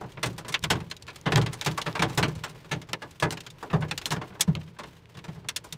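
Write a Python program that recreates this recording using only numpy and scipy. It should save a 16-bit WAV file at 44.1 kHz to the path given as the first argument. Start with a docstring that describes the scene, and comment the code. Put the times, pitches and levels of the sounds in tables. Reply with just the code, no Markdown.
"""Hail on a parked car, heard in the cabin

Small far stones and drops patter behind: random fading taps of noise over a duller hush of rain.
Hard contacts of ice on glass tick as very short bright noise bursts. Each near stone rings a panel or
the glass in dense modes, made as bands of noise that die faster the higher they are, and sounds one
favoured mode as a sine note. Blows also boom in the shell, as a bank of low modes and a brief thud."""
import sys
import numpy as np
from scipy import signal
from scipy.fft import rfft, irfft, next_fast_len
from scipy.io import wavfile
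from scipy.ndimage import uniform_filter1d

SR = 44100
rng = np.random.default_rng(int(sys.argv[2]) if len(sys.argv) > 2 else 0)


def store_wav(level_fs):
    """Save 16-bit WAV to argv[1]."""
    pcm = np.round(np.clip(np.atleast_2d(level_fs), -1, 1) * 32767)
    wavfile.write(sys.argv[1], SR, pcm.T.astype(np.int16))


N = 254456


def amp(db):
    """Decibel law: the amplitude ratio of a level in dB."""
    return 10 ** (np.asarray(db) / 20)


def unit(x):
    """Power normalisation: each row at rms 1."""
    return x / np.sqrt(np.mean(x ** 2, axis=-1, keepdims=True) + 1e-20)


def along(points, hz):
    """Logarithmic frequency scale: (Hz, value) points interpolated along it."""
    point_hz, value = np.transpose(points)
    return np.interp(np.log(hz + 1), np.log(point_hz + 1), value)


def filtered(x, response):
    """Linear filtering: the spectrum of x times a response of frequency."""
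    m = next_fast_len(x.shape[-1] + 8192)
    spectrum = rfft(x, m) * response(np.fft.rfftfreq(m, 1 / SR))
    return irfft(spectrum, m)[..., :x.shape[-1]]


def placed(times, sounds):
    """Superposition: rows of sound add up on the time line."""
    out = np.zeros(N + sounds.shape[1])
    for start_s, sound in zip(times, sounds):
        out[round(start_s * SR):][:len(sound)] += sound
    return out[:N]


# Spectral weighting of the patter: pitch_hz, response_db
PATTER_SPECTRUM = [(12, -49), (20, -1.5), (130, 2.5), (172, -0.5), (248, -6.5), (422, -2), (718, -13),
                   (949, -8), (1260, -14), (2910, -15.5), (5000, -22), (11100, -33), (14700, -32),
                   (16000, -35)]
# Strength of the shower, as the rms between 300 and 6000 Hz: start_s, level_db
SHOWER_LEVEL = [(0.0, -54.5), (0.53, -54), (0.63, -55.5), (1.01, -57), (1.24, -54), (1.48, -48),
                (1.65, -52.5), (2.07, -46.5), (2.43, -52.5), (3.15, -61), (3.61, -55), (3.97, -52.5),
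                (4.82, -59.5), (5.16, -59), (5.38, -56.5), (5.77, -59)]


def patter(spread_db, t60, bright_hz, hush_db, hush_hz):
    """Shot noise: many small far impacts, each a short fading tap, over a duller hush of rain."""
    struck = rng.random(N) < 110 / SR  # 110 hits per second on average
    hits = struck * amp(spread_db * rng.random(N) ** 2)
    fade = amp(-60 * np.arange(SR // 4) / SR / t60)
    puffs = unit(signal.fftconvolve(hits, fade)[:N])
    taps = filtered(puffs * rng.standard_normal(N), lambda hz: hz / (hz + bright_hz))
    hush = filtered(rng.standard_normal(N), lambda hz: amp(hush_db) / (1 + hz / hush_hz))
    sound = filtered(taps + hush, lambda hz: amp(along(PATTER_SPECTRUM, hz)))
    band = filtered(sound, lambda hz: (hz > 300) & (hz < 6000))
    level_db = np.interp(np.arange(N) / SR, *np.transpose(SHOWER_LEVEL))
    return amp(level_db) * sound / band.std()


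# Hard contacts of ice on glass: start_s, level_db (peak), pitch_hz (centre of the burst)
GLASS_TICKS = [(0.5928, -31, 6120), (0.9108, -37, 4160), (0.967, -32, 3850), (1.024, -29.5, 4130),
               (1.068, -36, 3320), (1.104, -40, 3590), (1.213, -37, 6000), (1.359, -10, 2940),
               (1.415, -20.5, 3150), (1.498, -46, 3360), (1.6126, -14.5, 3190), (1.7132, -29, 3010),
               (1.8174, -27, 3480), (1.928, -32, 3400), (2.9325, -18, 4200), (3.2004, -21.5, 2930),
               (3.3067, -23, 3030), (3.4071, -32, 2930), (3.915, -29, 3050), (3.9787, -23, 2860),
               (4.0569, -10.5, 4000), (4.1063, -22, 3600), (4.5522, -19.5, 2900), (4.6124, -49, 3090),
               (4.767, -59, 2810), (4.969, -46, 3130), (5.026, -59, 2900), (5.0567, -40, 2930),
               (5.1442, -49, 3610)]


def ticks(t60, breadth):
    """Hard contact: a very short collision of ice on glass gives a bright, broad burst."""
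    start_s, level_db, pitch_hz = np.transpose(GLASS_TICKS)[:, :, None]
    t = np.arange(SR // 50) / SR
    burst = rng.standard_normal((len(start_s), len(t))) * amp(-60 * t / t60)

    def resonance(hz):
        ratio = hz * pitch_hz / (pitch_hz ** 2 - hz * hz + 1j * breadth * hz * pitch_hz)
        return ratio ** 2

    burst = filtered(burst, resonance)
    return placed(start_s[:, 0], amp(level_db) * burst / np.abs(burst).max(axis=1, keepdims=True))


# Roof and cabin modes: pitch_hz, level_db (relative), t60_s
SHELL_MODES = [(36.6, -8, 0.16), (64.3, 0.5, 0.26), (88.4, -4.5, 0.56), (102.4, -2.5, 0.32),
               (117.64, 2, 0.51), (132.4, 0.5, 0.42), (154.9, 3.5, 0.39), (166.8, -0.5, 0.48),
               (186.6, -2.5, 0.35), (216.9, -5.5, 0.29)]


def shell(boom_db, boom_hz, damping, reach, thud_db, thud_t60):
    """Modal superposition: a blow drives the low modes, most near its own pitch, and thuds briefly there."""
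    t = np.arange(int(.7 * SR)) / SR
    luck = rng.standard_normal((len(boom_db), 2, len(SHELL_MODES)))
    hz, db, t60 = np.transpose(SHELL_MODES)[:, :, None]
    nearness = 1 / (1 + (np.log(hz.T / boom_hz) / reach) ** 2)
    drive = (3.6 + nearness) * amp(1.9 * luck[:, 0])
    drive *= np.minimum(hz.T / boom_hz, 1) ** 0.51  # modes below the boom pitch are driven less
    modes = amp(db - 60 * t / t60) * (1 - np.exp(-t / 0.011)) * np.exp(2j * np.pi * hz * t)
    ring = np.imag(drive * np.exp(1j * luck[:, 1]) @ modes)  # phases differ with the place of impact
    ring /= np.sqrt(np.sum((drive * amp(db.T)) ** 2, axis=1, keepdims=True))
    thud = amp(thud_db - 60 * (t / thud_t60) ** 2) * (1 - np.exp(-t / 0.009)) ** 2.26
    thud *= np.sin(2 * np.pi * boom_hz * t)
    # lined panels lose their boom sooner: 350 dB/s more for each unit of damping above 1
    return amp(boom_db - 350 * t * (damping - 1)) * (ring + thud)


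# Centres of the drum, knock, crack and sizzle ranges: pitch_hz
COLOUR_HZ = [400, 1050, 2900, 8500]
# Ring time of the panels before each blow's damping: pitch_hz, t60_s
PANEL_T60 = [(250, 0.24), (420, 0.15), (1100, 0.099), (2900, 0.065), (7700, 0.055), (15000, 0.038)]
# What the panels radiate: pitch_hz, level_db
RADIATION = [(200, -25), (280, -13.5), (1050, -13.5), (2900, -16), (8500, -11.5), (13000, -26),
             (16000, -18)]
# Modes that every blow favours: pitch_hz, width_hz, level_db (above the rest)
FAVOURED_MODES = [(326, 120, 8), (440.6, 104, 11), (598, 44, 6), (833, 12, 6), (995, 270, 6.5),
                  (1725, 26.7, 6), (2010, 36, 2.5), (2384, 11, 2), (3830, 1100, 3.5)]
LUMPS_DB = 2.5  # each place of impact favours its own clusters of modes


def panels(crack_db, colour_db, rise, damping, grit_db):
    """Bending waves in dense modes: they spread from the blow, so each band swells briefly, then dies."""
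    count = len(crack_db)
    t = np.arange(next_fast_len(SR // 4)) / SR
    hz = np.fft.rfftfreq(len(t), 1 / SR)
    luck = rng.standard_normal((count, 2, len(t)))
    grit = unit(uniform_filter1d(luck[:, 1], size=10))
    noise = rfft(luck[:, 0] * amp(grit_db * grit))  # uneven arrivals make the ring spiky
    noise *= amp(sum(db / (1 + (2 * (hz - c) / w) ** 2) for c, w, db in FAVOURED_MODES))
    places = rng.standard_normal((count, 64))
    lump_axis = 10 * np.log(hz / 150 + 1)
    noise *= amp(LUMPS_DB * np.array([np.interp(lump_axis, np.arange(64), row) for row in places]))
    rings = np.zeros((count, len(t)))
    step = np.log(2) / 2  # half an octave
    for centre in 240 * np.exp(step * np.arange(13)):
        window = np.clip(1 - np.abs(np.log(hz / centre + 1e-9)) / step, 0, 1)
        band = irfft(noise * window, len(t))
        swell = (1 - np.exp(-t / (rise + 1.32 / centre))) ** 0.95
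        fall_db = -60 * t * damping / along(PANEL_T60, centre)
        shape = swell * (amp(fall_db) + amp(-35 + 1.08 * fall_db))  # the weak part falls a little faster
        shape /= shape.max(axis=1, keepdims=True)
        # the random noise does not alter the energy of a blow
        even = np.linalg.norm(shape, axis=1) / np.linalg.norm(shape * band, axis=1)
        tint_db = [along(list(zip(COLOUR_HZ, row)), centre) for row in colour_db]
        gain = even * amp(crack_db + tint_db + along(RADIATION, centre))
        rings += gain[:, None] * shape * band
    return rings


def notes(db, hz, rise, damping):
    """A single damped mode: the one that the place of impact favours most."""
    t = np.arange(SR // 5) / SR
    fall = amp(-60 * t * damping / (0.62 * along(PANEL_T60, hz)))
    shape = (1 - np.exp(-t / rise)) * fall
    return amp(db) * shape / shape.max(axis=1, keepdims=True) * np.sin(2 * np.pi * hz * t)


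# Near stones: start_s, crack_db (before radiation), boom_db, body_db, sizzle_db (all three above the crack),
# boom_hz, note_hz, rise_ms
STONES = [(.010, -47, 13, 15.5, -2, 141, 740, 1.3), (.036, -44.5, 13, 7.5, -15, 175, 840, 1.7),
          (0.118, -41.5, -2, -32, -9, 128, 3300, 3), (0.172, -31.5, -3, -5.5, -41, 142, 1040, 0.76),
          (.229, -16, -12.5, -8, -10, 149, 2050, 3.4), (.258, -28, 4.5, -6, -2, 141, 1155, 3.2),
          (.328, -51, 0, 1, 2, 157, 794, 2.5), (0.379, -31.5, -4.5, -4, -3.5, 97, 750, 3.6),
          (.447, -35, -7.5, -3, -17, 220, 980, 1.9), (.481, -30.5, -6, -5, -1, 129, 1020, 8.1),
          (.522, -28.5, -34, -12.5, -4.5, 109, 2160, 10), (0.541, -6.5, -50, -20, -25.5, 125, 2220, 1.9),
          (.625, -33, 7.5, -23, -10, 95, 3670, 8.2), (.638, -13, -27, -12.5, -10.5, 149, 3000, 0.62),
          (0.701, -11, -8.5, -9, -10, 135, 758, 4), (.754, -31.5, 5, -1, -19, 132, 840, 1.3),
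          (.802, -34.5, 2, -5, -14, 135, 870, 0.98), (.899, -41.5, -22, -14, -2, 159, 1690, 3.7),
          (0.912, -21, -37, -16.5, -14.5, 97, 4190, 0.62), (.965, -39.5, -18, -26, -5, 148, 3820, 1.9),
          (1.023, -40, -3, -38, -7, 92, 4380, 1.4), (1.076, -29, -23, -10, -21, 170, 1080, 16),
          (1.101, -35.5, -33, -26, -16, 137, 1090, 3), (1.158, -34.5, -8, -14, -3, 92, 1320, 2.6),
          (1.257, -19.5, 1.5, -4, -27, 175.4, 832, 25.7), (1.320, -13.5, -1.5, -8, -18.5, 129, 830, 0.53),
          (1.356, -17, -0.5, -8, -22, 142, 3870, 3.3), (1.372, -21.5, 3.5, 1, -6.5, 125, 1005, 1.1),
          (1.415, -27.5, 0, -4.5, -10, 113, 3180, 2.8), (1.461, -20.5, -12, -12, -16.5, 161, 806, 0.57),
          (1.498, -53, 17, -3, -19, 134, 810, 1.9), (1.529, -33, -22, -4, 2, 137, 2080, 5.4),
          (1.614, -23, -28, -11, -11, 100, 970, 0.53), (1.647, -25.5, -19, -22, -5, 139, 2460, 2.1),
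          (1.660, -16, -5, -8, -9, 145, 850, 3.7), (1.714, -38, 4, -3, -2, 164, 980, 2.9),
          (1.776, -24, -43, 2.5, -6, 111, 1128, 1.2), (1.815, -18.5, -39, -24, -13, 117, 3460, 0.91),
          (1.861, -21.5, -6.5, -4, -20, 157, 1330, 6.4), (1.927, -46, -25, -16, -19, 143, 3700, 2.6),
          (1.951, -23, -25, -1, -17, 127, 950, 3.8), (1.993, -18.5, -4, -8.5, -18, 167, 2320, 1.9),
          (2.020, -13.5, -7, -4.5, -13.5, 147, 1062, 3.4), (2.094, -35, 5, -3, -6.5, 139, 880, 6.7),
          (2.148, -49, -5, -19, 12, 156, 1170, 1.8), (2.174, -16.5, -0.5, -3.5, -6, 130.5, 790, 4.8),
          (2.227, -10.5, -8.5, -10.5, -20.5, 166, 1173, 1.1), (2.28, -35, 11, -2, -5, 149, 880, 2.2),
          (2.350, -41, 10.5, -7, -3, 93, 815, 6.9), (2.436, -24, -32, -5.5, -9.5, 153, 1414, 5.1),
          (2.492, -39.5, -1, -11, -5, 150, 1410, 5.7), (2.544, -51, 8, 1.5, -17, 171, 970, 4.9),
          (2.644, -43, 0.5, -3.5, -13, 158, 1160, 1.9), (2.712, -18.5, -4.5, -10, -16, 143.5, 1730, 12),
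          (2.815, -35, -9, -10.5, -9, 130, 755, 1.6), (2.887, -39, 1.5, -5, -9, 131, 1220, 7.8),
          (2.931, -14, -19.5, -12.5, -21, 174, 3040, 0.33), (3.019, -31.5, -8, -2, -15, 137, 1670, 5.6),
          (3.108, -43.5, -2, -15, 0.5, 98, 1010, 1.4), (3.198, -34, -10, -11, 0, 160, 2580, 3.6),
          (3.223, -19, -1.5, 2, -12, 143, 1690, 6.7), (3.306, -29.5, -14, -6, 0, 135, 2920, 0.67),
          (3.322, -28, -8.5, -6, -1, 159, 777, 0.7), (3.371, -26.5, -12, -13, -18, 186, 3020, 2.3),
          (3.404, -32, -24, -23, -6, 175, 3140, 2.1), (3.464, -28, -14.5, -18, -12.5, 138, 1400, 2.2),
          (3.501, -37.5, -7, -35, -5.5, 100, 3580, 5.4), (3.627, -38.5, -2.5, 11, -3, 187, 1160, 0.69),
          (3.699, -29, -6, -8.5, -32, 145, 1310, 5.2), (3.729, -28, 13.5, 6, -19, 157, 790, 8),
          (3.807, -45, 19, 7, 0, 150, 756, 3.8), (3.821, -28, 1.5, -3, -29, 163, 1504, 4),
          (3.881, -40, 2, -10, -11, 141, 780, 26), (3.911, -14, -23, -15, -16.5, 160, 3520, 0.71),
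          (3.977, -18.5, -36, -21, -6.5, 108, 2770, 0.54), (4.014, -29.5, -26, -12.5, -13, 148, 1120, 3.4),
          (4.058, -25.5, -19, -8.5, 0.5, 221, 4140, 0.87), (4.106, -23, -1.5, -8, -8, 147, 3000, 6.7),
          (4.118, -21, -11.5, -3.5, -5.5, 143, 956, 1.3), (4.162, -32, 5, -1, -17, 171, 1440, 1.1),
          (4.213, -32.5, -4.5, 2.5, -20, 170, 1138, 4.7), (4.302, -46, 10.5, -1, -36, 184, 740, 1.7),
          (4.324, -47, -17.5, 2, -36, 132, 1460, 2), (4.352, -48, -14.5, 8.5, -13, 127, 930, 2.1),
          (4.396, -35, -3, 0, -6, 150, 970, 1.3), (4.407, -13, -27.5, -22.5, 4, 175, 3390, 3.2),
          (4.475, -41, 30, 3.5, -11.5, 178, 1000, 13.5), (4.551, -29, 4, -8.5, -20, 150, 786, 0.33),
          (4.612, -38, -4, -13.5, -19, 155, 3100, 1.8), (4.675, -43, 7, -13, -21, 164, 1140, 3.7),
          (4.764, -47.5, -12, -6, -44, 151, 1570, 1.4), (4.786, -33.5, -12, -0.5, -10, 220, 1028, 11),
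          (4.833, -33.5, -9, -5.5, -16.5, 171, 933, 2.7), (5.147, -43.5, 5, -7, -16, 146, 3480, 6.2),
          (5.170, -37, -1, -8.5, -13, 143, 1140, 2), (5.188, -33.5, -17, -18, -21, 137, 830, 1.3),
          (5.240, -35, -1.5, -6.5, -11, 180, 935, 3), (5.280, -39, 9, -3.5, -17, 167, 747, 4.6),
          (5.353, -51.5, 16, 2, -19, 151, 1040, 18), (5.444, -49, 8, 3, -18, 131, 1010, 1.6),
          (5.486, -16.5, -49, -17, -6, 108, 3484, 1.3), (5.561, -18.5, -25, -22.5, -2, 137, 3520, 1.8),
          (5.640, -46, -1, 4.5, 5, 99, 1004, 8.4), (5.724, -27.5, -7, -19.5, -0.5, 149, 3700, 1.8)]
# Glass has little body and dies fast: body_db, damping (factor on the rate of decay)
BODY_DAMPING = [(-27, 1.22), (-12, 1.33), (-13, 0.83), (1, 0.77)]
# Damping of the boom: boom_hz, damping (1 adds no loss)
BOOM_DAMPING = [(95, 1.01), (130, 1.076), (160, 1.13), (185, 1.6), (220, 0.71)]
# Note against the blow's colour at its pitch: pitch_hz, level_db
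NOTE_LEVEL = [(750, -12), (1100, -10), (1700, -7), (2200, -11), (3000, -15), (4200, -3)]
DRUM_DB, KNOCK_DB = -2, 2.5  # above the body
DRUM_FOLLOWS_BOOM, THUD_FOLLOWS_BOOM = 0.3, 0.1  # dB per dB; a blow that is mostly boom is a compact thud
FAINT_DAMPING = 0.0057  # added damping per dB of crack below -25.5 dB, taken off above it
BOOM_LAG = 0.24  # the shell answers this many rise times after the contact


def stones():
    """Impact excitation: every near stone rings panel and shell; blows with little body die sooner."""
    start_s, crack_db, boom_db, body_db, sizzle_db, boom_hz, note_hz, rise_ms = np.transpose(STONES)
    drum_db = body_db + DRUM_DB + DRUM_FOLLOWS_BOOM * (boom_db - body_db)
    colour_db = np.transpose([drum_db, body_db + KNOCK_DB, 0 * start_s, sizzle_db])
    damping = np.interp(body_db, *np.transpose(BODY_DAMPING)) - FAINT_DAMPING * (crack_db + 25.5)
    damping = np.clip(damping, .3, 4)[:, None]
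    rise = rise_ms[:, None] / 1000  # seconds
    ring = panels(crack_db, colour_db, rise, damping, grit_db=2.5)

    tint_db = [along(list(zip(COLOUR_HZ, row)), hz) for row, hz in zip(colour_db, note_hz)]
    note_db = crack_db + along(NOTE_LEVEL, note_hz) + tint_db
    note = notes(note_db[:, None], note_hz[:, None], rise, damping)

    boom_damping = np.clip(along(BOOM_DAMPING, boom_hz), .4, 4)[:, None]
    thud_db = 1.5 + THUD_FOLLOWS_BOOM * boom_db[:, None]
    boom = shell((crack_db + boom_db)[:, None], boom_hz[:, None], boom_damping,
                 reach=0.42, thud_db=thud_db, thud_t60=0.066)
    boom_start_s = start_s + BOOM_LAG * rise[:, 0]
    return placed(start_s, note) + placed(start_s, ring) + placed(boom_start_s, boom)


def scene():
    """Superposition of the far patter, the ticks on glass and the near stones."""
    far = patter(spread_db=16, t60=0.094, bright_hz=560, hush_db=-1.5, hush_hz=5000)
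    glass = ticks(t60=0.007, breadth=0.92)
    return (far + glass + stones())[None]


TOP_HZ, SLOPE_HZ = 15500, 1100  # band limit, and the width of the 40 dB slope above it


def record(dry):
    """Band limitation: the microphone chain rolls off steeply above its limit, then passes nothing."""
    def response(hz):
        loss_db = -40 * np.clip((hz - TOP_HZ) / SLOPE_HZ, 0, 1)
        return amp(loss_db) * (hz < TOP_HZ + SLOPE_HZ)

    return filtered(dry, response)


dry = scene()
out = record(dry)
store_wav(out)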